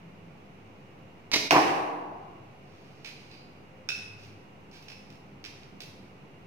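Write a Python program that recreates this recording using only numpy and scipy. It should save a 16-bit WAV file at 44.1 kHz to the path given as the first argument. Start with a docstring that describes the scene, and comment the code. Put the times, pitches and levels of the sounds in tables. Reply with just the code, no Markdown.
"""A hard-walled indoor archery range, on two microphones a hand apart that hear mostly the room.
An archer looses a recurve bow: string and shaft slap, the limbs ring and the arrow whirrs away.
A fifth of a second later it cracks into a foam target, and the thud comes back off the walls.
With a few soft steps he picks up another arrow, knocks it against the bow, slides it along and nocks it.
Ventilation rumbles, hisses and hums throughout."""
import sys
import numpy as np
from scipy import signal
from scipy.fft import rfft, irfft
from scipy.io import wavfile
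from scipy.ndimage import uniform_filter1d

SR = 44100
rng = np.random.default_rng(int(sys.argv[2]) if len(sys.argv) > 2 else 0)


def materialize(psi):
    """Save the field psi as 16-bit PCM at rate SR to the path in sys.argv[1].

    A 1-D psi becomes a single channel; in a 2-D psi each row is a channel.
    """
    bounded = np.clip(np.atleast_2d(psi).T, -1, 1)
    quanta = np.round(bounded * 32767).astype(np.int16)
    wavfile.write(sys.argv[1], SR, quanta)


N = 285150
TIME = np.arange(N) / SR
AGE = TIME[:SR]  # the first second after a blow
FREQ = np.arange(N // 2 + 1) * SR / N + 1e-3


def bow():
    """Slaps set string and limbs ringing while the shaft rasps past the grip and whirrs off."""
    # The string slips free, the shaft grazes and slaps the grip, the string snaps taut. Each row:
    # start in seconds, level in dB, ring of the bow in dB relative to it, loss per rebound in dB.
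    slaps = [(1.3157, -31, -15, 6), (1.3332, -28.5, -16, 10), (1.337, -22, -11.5, 3.5),
             (1.3593, -27, -0.5, 3.2)]
    # Modes of string and limbs. Each row: pitch in Hz, level in dB, t60 in seconds.
    bow_modes = [(66, -21, 0.25), (131.5, -11.5, .2), (183, -3, 0.059), (289, 7, 0.13), (425, 2.5, 0.08),
                 (570, -10, 0.22), (644, -3.5, 0.32), (960, -0.5, 0.074)]
    # Spectrum of a slap. Each row: frequency in Hz, level in dB.
    slap_colour = [(100, -23), (500, -3), (1000, -1.5), (1600, -7), (2200, 4), (3200, -3), (4500, 2),
                   (6000, -2), (7500, -17.5), (11000, -23), (16000, -24)]
    # Resonances of the departing shaft. Each row: centre in Hz, width in Hz, level in dB.
    whirr_peaks = [(2070, 13, -5), (2147, 26, 5), (2490, 87, 7), (2900, 270, 1), (3080, 50, -13),
                   (3810, 89, 5), (3900, 25, 7), (4440, 100, -44), (5080, 49, 2), (5920, 220, -19)]
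    out = np.zeros(N)
    for s, db, ring_db, loss_db in slaps:
        add(out, s, undb(db + ring_db) * ring(bow_modes))
        for at, gain in rebounds(s, gap_s=0.0045, loss_db=loss_db, count=4):
            add(out, at, gain * undb(db) * burst(slap_colour, t60=0.037, tilt_db=1.55))
    whirr = undb(-42) * resonate(rng.standard_normal(N), whirr_peaks)
    rasp = undb(-33.5) * colour(grit(spread_db=0.5), slap_colour)
    # Both grow while the string drives the arrow and die as it flies off.
    out += swell(start_s=1.322, length_s=0.042, attack_s=0.019, t60=0.16) * (whirr + rasp)
    return hall(out, direct_db=2.0, wet_db=-0.1, pan_db=-4.5, lag_ms=0.1, build_s=0.00059)


def target(hit_s=1.5085):
    """Down the range the point cracks into the block, whose low thud comes back off the walls."""
    # The point breaks the target's face. Each row: frequency in Hz, level in dB.
    crack_colour = [(200, -23), (480, -7.5), (720, 2.5), (1100, -13), (1400, -6), (2000, -2.5), (2650, 1.5),
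                    (3400, -11.5), (4200, -9.5), (4700, -9.5), (5600, -8), (7500, -23.5), (11000, -27),
                    (16000, -26)]
    # The foam's broad answer to the blow. Each row: frequency in Hz, level in dB.
    thud_colour = [(40, -41), (90, -21), (160, -8.5), (230, -10.5), (310, 1), (420, -4), (560, -8),
                   (730, 3.5), (870, 0), (1100, 0.5), (1350, -12), (1700, -9.5), (2600, -19.5), (4000, -37),
                   (12000, -61)]
    # Low resonances of the hall that ring with the thud. Each row: centre in Hz, width in Hz,
    # level in dB.
    thud_peaks = [(157, 25, -10), (309, 16, -2.5), (343, 30, -4), (424, 18, -12), (500, 41, -3.5),
                  (690, 35, -18), (756, 22, -1), (868, 22, -2.5), (980, 44, -1), (1026, 37, -1),
                  (1114, 18, -4)]
    crack, thud = np.zeros(N), np.zeros(N)
    add(crack, hit_s, undb(-8.5) * burst(crack_colour, t60=0.03))
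    # Timed from the hit: near walls scatter the thud for a while, a far wall returns it in one piece.
    near_walls = swell(start_s=0, length_s=0.077, attack_s=0.021, t60=0.06)
    far_wall = swell(start_s=0.0499, length_s=0.007, attack_s=0.007, t60=0.044)
    blows = undb(3.5) * unit(rng.standard_normal(N) * near_walls)
    add(blows, 0, undb(-7) * unit(irfft(crunch(t60=0.096))))  # the blow itself
    blows += undb(1) * unit(rng.standard_normal(N) * far_wall)
    force = rfft(even(blows[:SR], size=30))
    resonances = undb(-25.5) * bells(np.arange(SR // 2 + 1), thud_peaks)
    body = np.hypot(contour(thud_colour), resonances)
    add(thud, hit_s, undb(-1.5) * unit(irfft(force * causal(body))))
    return (hall(crack, direct_db=-1.5, wet_db=1.0, pan_db=-3.0, lag_ms=0.33, build_s=0.0047)
            + hall(thud, direct_db=-0.5, wet_db=-2.5, pan_db=-0.6, lag_ms=0.18, build_s=0.0022))


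def next_arrow():
    """Each touch chatters, clicking and ringing the shaft; in between it slides with a fine grain."""
    # Loose arrows clink as one is picked up. Each row: start in seconds, click in dB, ring in dB,
    # first rebound gap in seconds, loss per rebound in dB.
    clinks = [(3.0464, -49.5, -56.5, 0.012, 1.3), (3.3127, -63, -58.5, 0.028, 3.5)]
    # Modes of the loose arrows. Each row: pitch in Hz, level in dB, t60 in seconds.
    loose_modes = [(2560, 4.5, .3), (3040, -5, 0.26), (3700, -6, .15), (4090, -0.5, .27), (4160, -2, .3),
                   (4720, -1, 0.24), (4820, 0, 0.28), (4900, -5, 0.2), (6115, -24, .4), (6944, -25, 0.26),
                   (8721, -22, .3)]
    # The arrow touches bow and string. Each row: start in seconds, level in dB, ring in dB relative
    # to it, favoured pitch in Hz, tilt in dB per octave, first gap in seconds, loss per rebound in dB.
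    taps = [(3.8888, -41.5, 6, 5760, 0.5, 0.014, 6), (4.234, -66.5, -4, 5480, 3, 0.016, 3),
            (4.7136, -67.5, -1, 5030, 2, 0.02, 5), (4.825, -64.5, -2, 6000, 5, 0.015, 5),
            (4.8838, -55.5, -1, 5270, -0.5, 0.016, 0.5), (5.102, -64, -6, 5400, 3, 0.024, 4.5),
            (5.4407, -51.5, -10, 5470, -0.5, 0.009, 0), (5.632, -63, -19, 5400, -1.5, 0.012, 9),
            (5.8048, -51, -9, 3830, 2.5, 0.014, 3)]
    # Bending modes of the shaft. Each row: pitch in Hz, level in dB, t60 in seconds.
    shaft_modes = [(1476, -6, 0.025), (2532, 3, 0.073), (2593, 0.5, 0.27), (2627, 0, 0.43), (2659, 0, 0.25),
                   (3740, -6.5, 0.04), (4100, -7, 0.099), (4770, -19, .15), (5260, -7, .07),
                   (5357, -2, 0.077), (5450, -8.5, .06), (5880, -14.5, 0.074), (7682, -29, 0.3),
                   (9450, -18, 0.046), (10300, -28, .2)]
    # Spectrum of a light click. 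Each row: frequency in Hz, level in dB.
    click_colour = [(200, -17), (900, -10.5), (1700, 0), (2400, 7), (3200, 4), (3900, 1.5), (4700, 4),
                    (5600, 2), (6300, -4), (7500, -14), (11000, -16), (16000, -19)]
    # Shaft and sleeve slide. Each row: start in seconds, length in seconds, level in dB.
    slides = [(2.57, 0.49, -75.5), (3.123, 0.23, -72), (4.164, 0.093, -67.5), (4.717, 0.05, -63),
              (4.9, 0.2, -79), (5.53, 0.08, -74), (5.977, 0.1, -81)]
    out = np.zeros(N)
    for s, click_db, ring_db, gap_s, loss_db in clinks:
        for at, gain in rebounds(s, gap_s, loss_db, count=4):
            click = burst(favour(click_colour, centre_hz=2400, boost_db=4), t60=0.069)
            add(out, at, gain * (undb(click_db) * click + undb(ring_db) * ring(loose_modes)))
    for s, db, ring_db, contact_hz, tilt_db, gap_s, loss_db in taps:
        for at, gain in rebounds(s, gap_s, loss_db, count=3):
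            click = burst(favour(click_colour, contact_hz, boost_db=3), t60=0.036, tilt_db=tilt_db)
            shaft = ring(favour(shaft_modes, contact_hz, boost_db=5))
            add(out, at, gain * undb(db) * (click + undb(ring_db) * shaft))
    strokes = sum(undb(db) * swell(s, length_s, attack_s=0.36 * length_s, t60=0.29)
                  for s, length_s, db in slides)
    out += strokes * colour(grit(spread_db=0.5), click_colour, tilt_db=0.5)
    return hall(out, direct_db=6.5, wet_db=7.5, pan_db=-5.5, lag_ms=0.14, build_s=0.00034)


def feet():
    """Weight shifts on the wooden floor with dull thumps."""
    # Soft footfalls. Each row: start in seconds, level in dB.
    steps = [(2.725, -55), (3.461, -52), (5.722, -44.5), (5.992, -46)]
    # The floor's answer. Each row: frequency in Hz, level in dB.
    floor_colour = [(40, -16), (110, -9), (190, 4), (400, -10), (1200, -28), (8000, -55)]
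    out = np.zeros(N)
    for s, db in steps:
        add(out, s, undb(db) * burst(floor_colour, t60=0.13))
    return hall(out, direct_db=-2, wet_db=-6, pan_db=-5, lag_ms=0.1, build_s=0.0033)


def ventilation():
    """Moving air rumbles and hisses from all sides, with narrow hums that waver and swell."""
    # Spectra of the rumble and the hiss. Each row: frequency in Hz, level in dB.
    rumble_colour = [(15, -39), (25, -69), (48, -12), (75, -12.5), (94, -3.5), (123, -8.5), (151, -4.5),
                     (220, -6.5), (332, -7.5), (362, -10), (394, -6.5), (565, -14), (730, -11.5),
                     (1500, -20), (1950, -28), (3300, -120)]
    hiss_colour = [(700, -22), (1400, -19), (1900, 0), (2300, 3), (2600, 1.5), (2850, 0), (3250, -8),
                   (4500, -12.5), (6200, -15), (7500, -22.5), (16000, -27)]
    # A low drone swells twice. Each row: start in seconds, length in seconds, pitch in Hz, level in dB.
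    drone_swells = [(0, 0.26, 168.4, -54.5), (3.92, 0.45, 104.4, -56.5)]
    # Wavering hums. Each row: centre in Hz, width in Hz, level in dB.
    hums = [(102.9, 2.3, -64), (140.8, 12, -61), (170, 4.4, -71), (197, 7.5, -63), (520.8, 6.6, -67),
            (2830, 11, -73)]
    air = undb(-52.7) * colour(diffuse(N), rumble_colour)
    air += undb(-62.5) * colour(diffuse(N), hiss_colour)
    for s, length_s, hz, db in drone_swells:
        drone = resonate(diffuse(N), [(hz, 2, db)])  # 2 Hz wide
        air += swell(s, length_s, attack_s=0.044, t60=0.84) * drone
    return air + resonate(diffuse(N), hums)


def hall(x, direct_db, wet_db, pan_db, lag_ms, build_s):
    """Direct sound, then dense reflections that build up and die away, lingering in the midrange."""
    # Reverberation of the range. Each row: frequency in Hz, t60 in seconds.
    reverb_times = [(60, 0.5), (150, 0.96), (330, 1.2), (750, 1.28), (1100, 1.19), (1900, 0.84),
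                    (2800, 0.75), (5500, 0.58), (10000, 0.71), (16000, 0.22)]
    hz, t60 = np.transpose(reverb_times)
    t = TIME[:2 * SR]
    field = rfft(diffuse(len(t)))
    octave = np.log2(np.linspace(1, SR / 2, field.shape[1]))
    bands = [np.interp(octave, np.log2(hz), band) for band in np.eye(len(hz))]
    tail = sum(irfft(field * band) * fade(t, decay) for band, decay in zip(bands, t60))
    tail *= 1 - np.exp(-t / build_s)
    response = undb(wet_db) * np.array([even(mic, size=70) for mic in tail])
    # The microphones face away, so the direct sound is a little dull; it reaches the right one first.
    shaded = undb(direct_db) * np.array([0.65, 0.35])
    add(response[0], lag_ms / 1000, shaded * undb(pan_db / 2))
    add(response[1], 0, shaded * undb(-pan_db / 2))
    return signal.fftconvolve(x[None], response, axes=1)[:, :N]


def diffuse(size, mic_gap_m=0.19):
    """Noise from all sides at two microphones: long waves reach both alike."""
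    mid, side = rfft(rng.standard_normal((2, size)))
    alike = 0.97 * np.sinc(np.linspace(0, SR, len(mid)) * mic_gap_m / 343)
    mid, side = mid * np.sqrt((1 + alike) / 2), side * np.sqrt((1 - alike) / 2)
    return irfft(np.array([mid + side, mid - side]), size)


def rebounds(s, gap_s, loss_db, count, gap_growth=1.15):
    """Times and gains of a contact and its rebounds, each gap longer than the last."""
    k = np.arange(count)
    gaps = gap_s * gap_growth ** k
    return zip(s + np.cumsum(gaps) - gaps, undb(-loss_db * k))


def ring(modes, detune=0.00294):
    """Decaying modes; grip and point of contact shift their pitch and polarity with every blow."""
    out = 0
    for hz, db, t60 in modes:
        shift, polarity = rng.standard_normal(3)[1:]
        tone = np.sin(2 * np.pi * hz * (1 + detune * shift) * AGE) * fade(AGE, t60)
        out = out + np.sign(polarity) * undb(db) * unit(tone)
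    return unit(out)


def burst(points, t60, tilt_db=0):
    """A contact rings through a body of the given colour."""
    return unit(irfft(crunch(t60) * causal(contour(points, tilt_db))))


def crunch(t60):
    """Spectrum of a short, irregular contact force."""
    return rfft(even(rng.standard_normal(SR) * fade(AGE, t60), size=60))


def grit(spread_db):
    """Friction: noise whose strength jumps every couple of milliseconds."""
    noise = rng.standard_normal(N)
    jumps = np.repeat(rng.standard_normal(N // 80 + 1), 80)[:N]
    return noise * undb(spread_db * jumps)


def favour(rows, centre_hz, boost_db, octaves=0.088):
    """Lift the dB column around the pitch that a contact drives best."""
    rows = np.array(rows, float)
    rows[:, 1] += boost_db * np.exp(-(np.log2(rows[:, 0] / centre_hz) / octaves) ** 2)
    return rows


def colour(x, points, tilt_db=0):
    """Shape a noise by (Hz, dB) points and a slope per octave; rms 1."""
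    hz, db = np.transpose(points)
    octave = np.log2(np.linspace(1, SR / 2, x.shape[-1] // 2 + 1))
    gain = undb(np.interp(octave, np.log2(hz), db) + tilt_db * octave)
    shaped = irfft(rfft(x) * gain, x.shape[-1])
    return shaped / shaped.std()


def contour(points, tilt_db=0):
    """Gain for every hertz from (Hz, dB) points and a slope per octave."""
    hz, db = np.transpose(points)
    octave = np.log2(np.arange(SR // 2 + 1) + 1)
    return undb(np.interp(octave, np.log2(hz), db) + tilt_db * octave)


def resonate(x, peaks):
    """Pass a noise through resonances."""
    return irfft(rfft(x) * bells(FREQ, peaks), N)


def bells(freq, peaks):
    """Gain of (Hz, width, dB) resonances, each at its own rms level."""
    power = 0
    for hz, width, db in peaks:
        bell = 1 / (1 + ((freq - hz) / width) ** 2) ** 2
        power = power + undb(db) ** 2 * bell / bell.mean()
    return np.sqrt(power)


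def even(x, size):
    """Spread the energy of a random decay evenly over frequency, in groups of size bins."""
    spectrum = rfft(x)
    power = np.abs(uniform_filter1d(np.abs(spectrum) ** 2, size=size))
    return irfft(spectrum * causal(power ** -0.5))


def causal(gain):
    """Spectrum of a filter with this gain that sounds only after it is struck."""
    cepstrum = irfft(np.log(gain + 1e-9))
    half = len(cepstrum) // 2
    return np.exp(rfft(np.r_[cepstrum[0], 2 * cepstrum[1:half]], len(cepstrum)))


def swell(start_s, length_s, attack_s, t60):
    """Envelope that rises, holds until its length is over and dies away."""
    age = TIME - start_s
    return np.clip(age / attack_s, 0, 1) * fade(np.maximum(age - length_s, 0), t60)


def fade(t, t60):
    """Exponential decay, 60 dB in t60 seconds."""
    return np.exp(-np.log(1000) * t / t60)


def unit(x):
    """Give a blow the energy of 10 ms at full level."""
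    return x * np.sqrt(SR / 100 / np.sum(x ** 2))


def undb(db):
    """Decibels to gain."""
    return 10 ** (np.asarray(db) / 20)


def add(track, s, sound):
    """Mix a sound into a track at s seconds."""
    start = int(s * SR)
    track[start:start + len(sound)] += sound[:N - start]


def gain_control(x, threshold_db=-21, ratio=2.07, ahead_s=0.024, release_db_per_s=12):
    """The recorder turns down just ahead of loud sound and recovers slowly."""
    power = uniform_filter1d(np.mean(x ** 2, axis=0), size=441)
    over_db = np.maximum(10 * np.log10(np.abs(power) + 1e-12) - threshold_db, 0)
    recovery = release_db_per_s * TIME
    held_db = np.maximum.accumulate(over_db * (1 - 1 / ratio) + recovery) - recovery
    return x * undb(-np.interp(TIME + ahead_s, TIME, uniform_filter1d(held_db, size=600)))


def scene():
    """The shot, the hit and the reload over the air of the hall."""
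    return bow() + target() + next_arrow() + feet() + ventilation()


def record(dry):
    """The right microphone favours the presence range; gain control ducks the hit."""
    presence_db = 3.5 * np.exp(-(np.log2(FREQ / 2600) / 1.04) ** 2)
    mics = irfft(rfft(dry) * undb(np.array([-presence_db, presence_db]) / 2), N)
    # The converter rounds peaks, sits slightly off zero and cuts the top.
    rounded = np.tanh(gain_control(mics)) + 0.001
    top_cut = signal.ellip(10, 0.1, 80, 15800, fs=SR, output="sos")
    return signal.sosfilt(top_cut, rounded)


dry = scene()
out = record(dry)
materialize(out)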